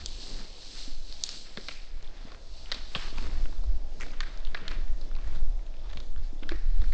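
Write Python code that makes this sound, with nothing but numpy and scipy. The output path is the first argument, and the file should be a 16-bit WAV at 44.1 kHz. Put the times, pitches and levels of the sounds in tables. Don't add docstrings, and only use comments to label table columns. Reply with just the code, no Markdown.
import sys
import numpy as np
from scipy import signal
from scipy.io import wavfile
from scipy.ndimage import uniform_filter1d

SR = 44100
rng = np.random.default_rng(int(sys.argv[2]) if len(sys.argv) > 2 else 0)


def store_pcm(level_fs):
    pcm = np.round(np.clip(level_fs, -1, 1) * 32767).astype(np.int16)
    wavfile.write(sys.argv[1], SR, np.atleast_2d(pcm).T)


N = 305789


def undb(db):
    return 10 ** (np.asarray(db) / 20)


def level(x, db):
    return x * undb(db) / np.sqrt(np.mean(x ** 2))


def peak(x, db):
    return x * undb(db) / np.max(np.abs(x))


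def add(out, start_s, sound):
    i = int(start_s * SR)
    out[i:i + len(sound)] += sound[:N - i]


def curves(table):
    time_s, *columns = np.transpose(table)
    return [np.interp(np.arange(N) / SR, time_s, column) for column in columns]


def resonate(x, hz, width_hz):
    return signal.lfilter(*signal.iirpeak(hz, hz / width_hz, fs=SR), x)


def colour(x, modes):
    out = 0
    for k, (hz, width_hz, db) in enumerate(modes):
        steep = resonate(resonate(x, hz, width_hz), hz, width_hz)
        out = out + (-1) ** k * undb(db) * steep
    return out


def walk(rate):
    k = int(SR / rate)
    held = np.repeat(rng.standard_normal(N // k + 1), k)
    return 2.16 * uniform_filter1d(uniform_filter1d(held, k), k)[:N]


def grains(per_s, spread_db):
    hit = rng.random(N) < per_s / SR
    size_db = spread_db * np.minimum(rng.exponential(size=N), 4)
    return hit * rng.standard_normal(N) * undb(size_db)


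def hush():
    # pitch_hz, relative density_db [dB per Hz]
    spectrum = [(53, -30), (90, 11), (151, -10), (249, 0.5), (352, -4), (652, -1), (976, -10),
                (1430, -19.5), (2980, -19), (4460, -14), (6000, -17.5), (7490, -19.5), (8910, -75),
                (11600, -74), (19600, -120)]
    hz_at, db_at = np.transpose(spectrum)
    out, swell = 0, walk(1.594)
    for hz in 100 * 2 ** np.arange(0, 6.6, 1 / 3):
        db = np.interp(np.log(hz), np.log(hz_at), db_at) + 0.79 * swell + 1.2 * walk(9)
        out = out + undb(db) * colour(rng.standard_normal(N), [(hz, hz / 3, 0)])
    return level(out, -57.5)


def wind():
    # time_s, buffet_db, flutter_db [rms]
    gust_levels = [(0.0, -36.5, -36), (0.35, -25, -60.5), (0.55, -43.5, -51.5), (0.91, -30, -67),
                   (1.15, -38, -52.5), (1.75, -39, -53), (1.95, -34, -68), (2.33, -34, -51.5),
                   (2.87, -32.5, -47), (3.05, -22.5, -55), (3.22, -25, -33), (3.43, -24, -40.5),
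                   (3.67, -24.5, -33.5), (3.99, -30.5, -56), (4.1, -23.5, -48), (4.3, -31, -56),
                   (4.46, -19.5, -47), (4.58, -26.5, -51), (4.8, -21, -42), (5.15, -22.5, -49.5),
                   (5.36, -20, -30.5), (5.46, -14, -46), (5.8, -32, -47), (5.9, -30.5, -34),
                   (6.06, -21.5, -49), (6.18, -22, -31), (6.37, -27.5, -52.5), (6.56, -23.5, -35.5),
                   (6.66, -20, -62.5), (6.8, -17, -28.5), (6.93, -24.5, -39)]
    buffet_db, flutter_db = curves(gust_levels)
    buffet = colour(rng.standard_normal(N), [(8.24, 9.83, 6.0), (18.7, 17.95, -2.0), (29.85, 11.5, -8.5)])
    flutter = colour(rng.standard_normal(N), [(42.0, 20.8, 9.0), (71.0, 36, -12.5)])
    gust = walk(7.7)
    buffet = np.tanh(0.6 * level(buffet, 0))
    buffet = level(buffet, 0) * undb(buffet_db + 1.0 * gust)
    flutter = level(flutter, 0) * undb(flutter_db + 0.44 * gust + 1.3 * walk(16))
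    return buffet + flutter


def wood(x):
    # delay_s, level_db [total energy]
    trunk_echoes = [(.013, -17.5), (0.021, -20), (0.027, -12.5), (.036, -20.5), (0.057, -26.5),
                    (0.086, -25)]
    # centre_hz, t60_s [time to fall 60 dB], level_db [rms before build-up and decay]
    tail_bands = [(600, 0.18, -57), (1040, 0.68, -52), (1810, 1, -54), (2800, 0.66, -50), (4500, 0.64, -46),
                  (6500, 0.95, -60)]
    t = np.arange(SR) / SR
    echo = np.zeros(SR)
    for delay_s, db in trunk_echoes:
        smear = grains(6000, spread_db=1.2)[:SR] * np.exp(-.5 * ((t - delay_s) / 0.0041) ** 2)
        echo += smear * undb(db) / np.sqrt(np.sum(smear ** 2))
    lumps_db = 0.94 * walk(150)[:SR]
    build_up = 1 - np.exp(-t / 0.067)
    for hz, t60_s, db in tail_bands:
        band = level(colour(rng.standard_normal(SR), [(hz, 0.75 * hz, 0)]), db)
        echo += band * build_up * undb(lumps_db - 60 * t / t60_s)
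    return signal.fftconvolve(x, echo)[:N]


def stirs():
    # height_s, length_s, crisp rustle_db, dull scrape_db, low shuffle_db [at the height]
    stir_list = [(0.0, 0.052, -54.5, -56.5, -49.5), (0.271, 0.32, -47, -62, -55.5),
                 (0.402, 0.1, -56, -55.5, -57.5), (0.636, 0.12, -52.5, -73, -70),
                 (0.808, 0.2, -46, -58.5, -59), (1.111, 0.12, -53, -70, -62),
                 (1.337, 0.21, -46, -58.5, -59.5), (1.697, 0.24, -51, -58.5, -58.5),
                 (2.078, 0.24, -63, -67.5, -66.5), (2.257, 0.15, -61, -57.5, -58.5),
                 (2.606, 0.23, -54.5, -72.5, -66), (2.774, 0.091, -58.5, -50, -56),
                 (3.014, 0.16, -49, -52, -60), (3.225, 0.14, -53, -54, -49.5),
                 (3.385, 0.45, -57, -60, -54.5), (4.054, 0.13, -58, -61.5, -53.5),
                 (4.3, 0.24, -61, -59, -60), (4.711, 0.16, -64, -51.5, -51),
                 (5.046, 0.061, -61.5, -63.5, -55), (5.32, 0.24, -64, -63, -54.5),
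                 (5.932, 0.22, -68.5, -63, -55.5), (6.249, 0.054, -61.5, -62, -59),
                 (6.515, 0.11, -65, -60, -54.5), (6.859, .2, -58.5, -61, -62)]
    swell_db, fade_db = 10, 14
    hold = 0.12
    height_s, length_s, *layers_db = np.transpose(stir_list)[:, :, None]
    t = np.arange(0, N, 64) / SR
    away = (t - height_s) / length_s
    slope_db = np.where(away < 0, swell_db, fade_db)
    shape_db = -slope_db * np.maximum(np.abs(away) - hold, 0)
    out = []
    for db in layers_db:
        power = np.sum(undb(db + shape_db) ** 2, axis=0)
        out.append(np.interp(np.arange(N) / SR, t, 10 * np.log10(power)))
    return out


def litter():
    # centre_hz, width_hz [of each pass], relative gain_db
    rustle_modes, scrape_modes = [(3030, 1700, -7), (4280, 1460, 3), (5200, 1100, -2.5), (6260, 1100, -6.5),
                                  (7460, 720, -6.5), (8130, 440, -12.5)], [(1360, 2870, -2), (2250, 2700, 0.5)]
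    shuffle_modes, pop_modes = [(146, 122, 4), (321, 386, 2)], [(1300, 1400, -13), (2490, 490, -3), (3530, 460, 12.5),
                                                 (4730, 790, 4.5)]
    brighten = 0.084
    crisp_db, dull_db, low_db = stirs()
    pop_db = -67 + 0.49 * (dull_db + 60.0)

    crisp = 0
    for k, mode in enumerate(rustle_modes):
        flicker_db = 0.79 * walk(24.65) + brighten * k * (crisp_db + 49.0)
        crisp = crisp + colour(grains(5000, spread_db=0.1), [mode]) * undb(flicker_db)
    crisp = level(crisp, 0) * undb(crisp_db)
    dull = level(colour(grains(4000, spread_db=2.5), scrape_modes), 0) * undb(dull_db + 1.4 * walk(22.01))
    low = level(colour(grains(900, spread_db=1.5), shuffle_modes), 0) * undb(low_db + 1.2 * walk(20))

    shared = grains(77, spread_db=2.0)
    pops = sum(colour(shared + grains(110, spread_db=3.5), [mode]) for mode in pop_modes)
    return crisp + dull + low + level(pops, 0) * undb(pop_db)


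def thuds():
    # start_s, level_db [peak before the final filters], pitch_hz
    hoof_falls = [(0.397, -40.5, 214), (0.877, -38, 265), (1.574, -34.5, 216), (1.582, -38, 405),
                  (1.683, -45, 305), (2.249, -38.5, 220), (2.958, -30, 175), (3.075, -47, 286),
                  (3.183, -39.5, 242), (3.224, -41.5, 250), (3.284, -45, 298), (3.396, -48, 300),
                  (3.452, -41, 280), (5.967, -43, 210), (6.328, -40, 306), (6.425, -34.5, 282),
                  (6.516, -30, 350), (6.33, -50, 160), (6.82, -43, 300), (5.359, -41, 180)]
    out, t = np.zeros(N), np.arange(4096) / SR
    chance = rng.standard_normal((len(hoof_falls), len(t)))
    for (start_s, db, hz), noise in zip(hoof_falls, chance):
        push = (1 + 0.76 * noise) * t * np.exp(-t / 0.0022)
        add(out, start_s, peak(resonate(resonate(push, hz, 68), hz, 200), db))
    return out


def grinds():
    # start_s, length_s, lower band_hz, upper band_hz, lower level_db, upper level_db
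    bouts = [(2.948, 0.01, 1060, 3400, -38.5, -34), (2.954, 0.014, 1500, 3600, -44.5, -42),
             (3.168, 0.021, 1010, 4300, -47, -51), (3.366, 0.021, 980, 2000, -55, -59),
             (3.996, .014, 1200, 5200, -53.5, -54.5), (4.008, 0.016, 2070, 6440, -49, -56),
             (4.022, 0.0086, 2170, 6500, -40, -51), (4.134, 0.0085, 1290, 3500, -49, -50.5),
             (4.252, 0.032, 1490, 3500, -55, -59), (4.225, 0.018, 1700, 5000, -43, -58),
             (4.567, 0.013, 1280, 2600, -45.5, -43.5), (4.599, 0.029, 1500, 2700, -55.5, -57.5),
             (4.699, 0.05, 2320, 4000, -54, -61), (5.181, 0.016, 1210, 2500, -59, -60),
             (5.261, .03, 1800, 3400, -60, -64), (5.312, 0.033, 1480, 2900, -63.5, -67),
             (5.343, 0.033, 1470, 3900, -59.5, -57), (5.84, 0.037, 1050, 3600, -60.5, -66),
             (5.886, 0.036, 1800, 3600, -62.5, -64), (1.704, 0.019, 1320, 2590, -56, -49),
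             (1.753, 0.027, 2420, 4500, -52.5, -56), (1.781, 0.025, 2400, 4300, -58, -65),
             (6.552, 0.018, 1800, 4500, -56, -63.5), (6.421, 0.021, 1290, 2800, -54.5, -53),
             (6.504, 0.038, 1650, 4200, -53.5, -66)]
    grit_per_s, grit_width = 1500, 0.48
    out, t = np.zeros(N), np.arange(4096) / SR
    chance = rng.random((len(bouts), 2, len(t)))
    for (start_s, length_s, low_hz, high_hz, low_db, high_db), (when, size) in zip(bouts, chance):
        grit = (0.057 + (when < grit_per_s / SR)) * (2 * size - 1)
        shape = np.clip(np.minimum(t, length_s - t) / 0.006, 0, 1)
        for hz, db in [(low_hz, low_db), (high_hz, high_db)]:
            width_hz = grit_width * hz
            band = colour(shape * level(grit, db), [(hz, width_hz, 0)])
            add(out, start_s, band * np.sqrt(SR / width_hz))
    return out


def cracks():
    # start_s, lower ring_hz, upper ring_hz, lower ring_db, upper ring_db, treble tick_db,
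    # body knock_db [peak of each part before the final filters]
    crack_list = [(0.0596, 2790, 3960, -47, -19, -19, -48.5), (1.1248, 1300, 4050, -56, -27, -58, -68),
                  (1.2368, 2590, 4580, -43, -13, -13.5, -48.5), (1.2903, 2550, 4640, -36, -20, -27.5, -48),
                  (1.5725, 1760, 3600, -29, -25.5, -60, -34.5), (1.596, 1490, 4700, -49, -42, -58, -48),
                  (1.6846, 1970, 4100, -27, -22, -51, -51), (1.6891, 2570, 4100, -28.5, -42, -51, -38),
                  (2.026, 1120, 4470, -61, -42, -47, -50), (2.318, 1160, 4050, -39.5, -41, -56, -44),
                  (2.2726, 1290, 4700, -50, -49, -57, -46), (2.346, 1740, 3540, -43, -44.5, -57, -48.5),
                  (2.6587, 2780, 2850, -36.5, -50, -73, -67), (2.7164, 2020, 4150, -30, -16.5, -47, -36.5),
                  (2.721, 1780, 3900, -27.5, -13.5, -53, -38), (2.7244, 1740, 4500, -31, -31, -60, -45.5),
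                  (2.7436, 2200, 3900, -37, -28.5, -51, -50), (2.9492, 2950, 3700, -18, -25, -55, -37),
                  (2.9753, 1500, 3800, -51, -35, -47.5, -54), (2.995, 2600, 3900, -35, -41, -53.5, -57.5),
                  (3.08, 900, 2980, -42, -49, -61, -48), (2.9655, 2170, 3400, -46, -28, -44, -38),
                  (2.9529, 1530, 3700, -26, -25.5, -49.5, -41), (2.9552, 1000, 2490, -29, -29, -51, -40),
                  (2.9578, 990, 3600, -30, -30, -59, -36.5), (3.1821, 2480, 4430, -30, -35.5, -50, -43),
                  (3.2248, 1230, 4370, -48, -38.5, -69, -43.5), (3.266, 1520, 4100, -35.5, -41, -46, -43),
                  (3.456, 1530, 2680, -39, -38.5, -67, -45), (3.526, 1100, 3450, -40, -47, -66, -61),
                  (3.638, 990, 4220, -52, -43, -54, -47), (4.0085, 1900, 3020, -32, -37, -34.5, -47),
                  (4.0182, 2020, 3110, -36, -44, -43, -48), (4.0155, 2180, 5200, -38.5, -43, -37, -55),
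                  (4.0273, 2230, 3100, -39, -40.5, -40, -42), (4.0326, 1900, 3500, -31, -53, -39, -48),
                  (4.0645, 1200, 3300, -44, -48, -53.5, -50), (4.083, 2200, 4170, -44.5, -47, -58, -54.5),
                  (4.1055, 2280, 3300, -49, -46, -61, -54), (4.133, 1420, 3050, -41.5, -47, -49, -57),
                  (4.2046, 1620, 3740, -25, -20, -31.5, -52), (4.2106, 1500, 3580, -34, -48, -57, -56),
                  (4.218, 2600, 5200, -51, -41, -48, -61), (4.116, 2530, 5400, -55, -46, -53, -59),
                  (4.374, 1320, 4640, -44.5, -36, -56, -56), (4.45, 1160, 3700, -52, -30.5, -60, -57),
                  (4.471, 1160, 3400, -43.5, -35.5, -76, -63), (4.5462, 1660, 3740, -25, -24, -60, -35.5),
                  (4.5506, 1900, 4300, -29, -37.5, -59, -41.5), (4.5615, 2000, 4200, -48.5, -44, -56, -47),
                  (4.589, 1380, 4080, -37, -45, -64, -51), (4.6797, 1900, 3840, -35, -21.5, -35, -47.5),
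                  (4.714, 1700, 4300, -31.5, -31.5, -52, -43), (4.7184, 1800, 2980, -36.5, -48, -55, -49),
                  (4.732, 1500, 3480, -46, -44, -50, -53), (4.745, 2500, 4300, -43, -44, -56, -52),
                  (5.013, 1140, 4270, -53, -37.5, -57, -44), (5.113, 1500, 3280, -42.5, -51, -60.5, -50),
                  (5.1513, 2580, 4130, -44, -40.5, -61, -57), (5.1638, 1250, 3980, -39.5, -41, -58, -55),
                  (5.213, 1100, 3400, -52, -47, -64, -55), (5.244, 1380, 3610, -43, -47, -56, -48),
                  (5.275, 1830, 3490, -53, -54, -43.5, -46), (5.357, 1110, 3800, -42.5, -49, -50, -45),
                  (5.592, 2100, 3000, -51, -59, -65, -57), (5.6652, 1330, 3290, -59, -44, -52, -63),
                  (5.74, 2000, 2840, -56.5, -48.5, -71, -57), (5.7676, 1220, 3040, -61, -47, -61, -59),
                  (5.9, 1340, 3700, -55, -40, -49, -49), (5.9299, 1900, 3580, -45.5, -40.5, -50, -45),
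                  (5.9336, 1700, 3500, -44, -38.5, -52, -49), (5.913, 2000, 3400, -51, -47.5, -57, -49),
                  (5.9486, 1330, 3070, -56, -49, -52.5, -51), (5.9721, 2400, 3580, -38, -30.5, -53, -43.5),
                  (6.002, 1380, 3890, -46, -31, -53, -54), (6.161, 1490, 3060, -43.5, -48, -63, -55),
                  (6.1777, 1470, 4370, -47, -47, -60, -61), (6.4318, 1300, 2630, -39.5, -34, -68, -45),
                  (6.4913, 1670, 3900, -27, -24.5, -54, -48), (6.507, 1890, 3600, -42, -43, -54, -55),
                  (6.5133, 2120, 3880, -37, -48, -56, -51), (6.519, 1640, 4420, -29.5, -35.5, -56, -34.5),
                  (6.818, 1290, 3940, -39, -38, -64, -62), (6.8402, 1700, 4520, -39, -44, -60, -53),
                  (6.9243, 1900, 4250, -33, -39, -48, -55)]
    thrown_db = [2, 2, 0.5, 2.2, 0.5]
    splinter_db = [-3, -7, -16.5, -8, -5]
    snap_at, snap_db = 26, 19
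    chip_spread_db = 4.5
    snap_signs = np.array([1, -1, 1, 1, -1])

    direct, thrown, t = np.zeros(N), np.zeros(N), np.arange(2048) / SR
    edge = np.exp(-t / .00003)
    onset, strain = 1 - np.exp(-t / 0.00046), np.exp(-t / 0.0012)
    chance = rng.standard_normal((len(crack_list), 5, len(t)))
    for (start_s, low_hz, high_hz, low_db, high_db, tick_db, knock_db), noise in zip(crack_list, chance):
        chips = undb(chip_spread_db * np.repeat(noise[0, ::32], 32))
        splinters = undb(splinter_db)[:, None] * chips * np.exp(-t / 0.0044)
        split = noise * onset * (strain + splinters)
        split[:, snap_at] += undb(snap_db) * np.sign(noise[0, 0]) * snap_signs
        parts = [(low_hz, 900, low_db), (high_hz, 1700, high_db), (6600, 1800, tick_db), (550, 400, knock_db),
                 (1250, 700, (low_db + knock_db) / 2 - 4.0)]
        for x, (hz, width_hz, part_db), away_db in zip(split, parts, thrown_db):
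            ring = resonate(colour(x, [(hz, width_hz, 0)]), hz, 2.66 * width_hz)
            add(direct, start_s, peak(ring, part_db))
            blur = colour(edge, [(hz, 1.5 * width_hz, 0)])
            add(thrown, start_s, peak(blur, part_db + away_db))
    return direct, thrown


def scene():
    direct, thrown = cracks()
    dull = thuds() + grinds()
    far = direct + dull + wood(thrown + dull)
    far = signal.sosfilt(signal.butter(2, 7800, fs=SR, output="sos"), far)
    return (far + litter() + wind() + hush())[None]


def record(dry):
    soft = signal.sosfilt(signal.butter(2, 8000, fs=SR, output="sos"), dry)
    return signal.sosfilt(signal.ellip(8, .2, 70, 8800, fs=SR, output="sos"), soft)


dry = scene()
out = record(dry)
store_pcm(out)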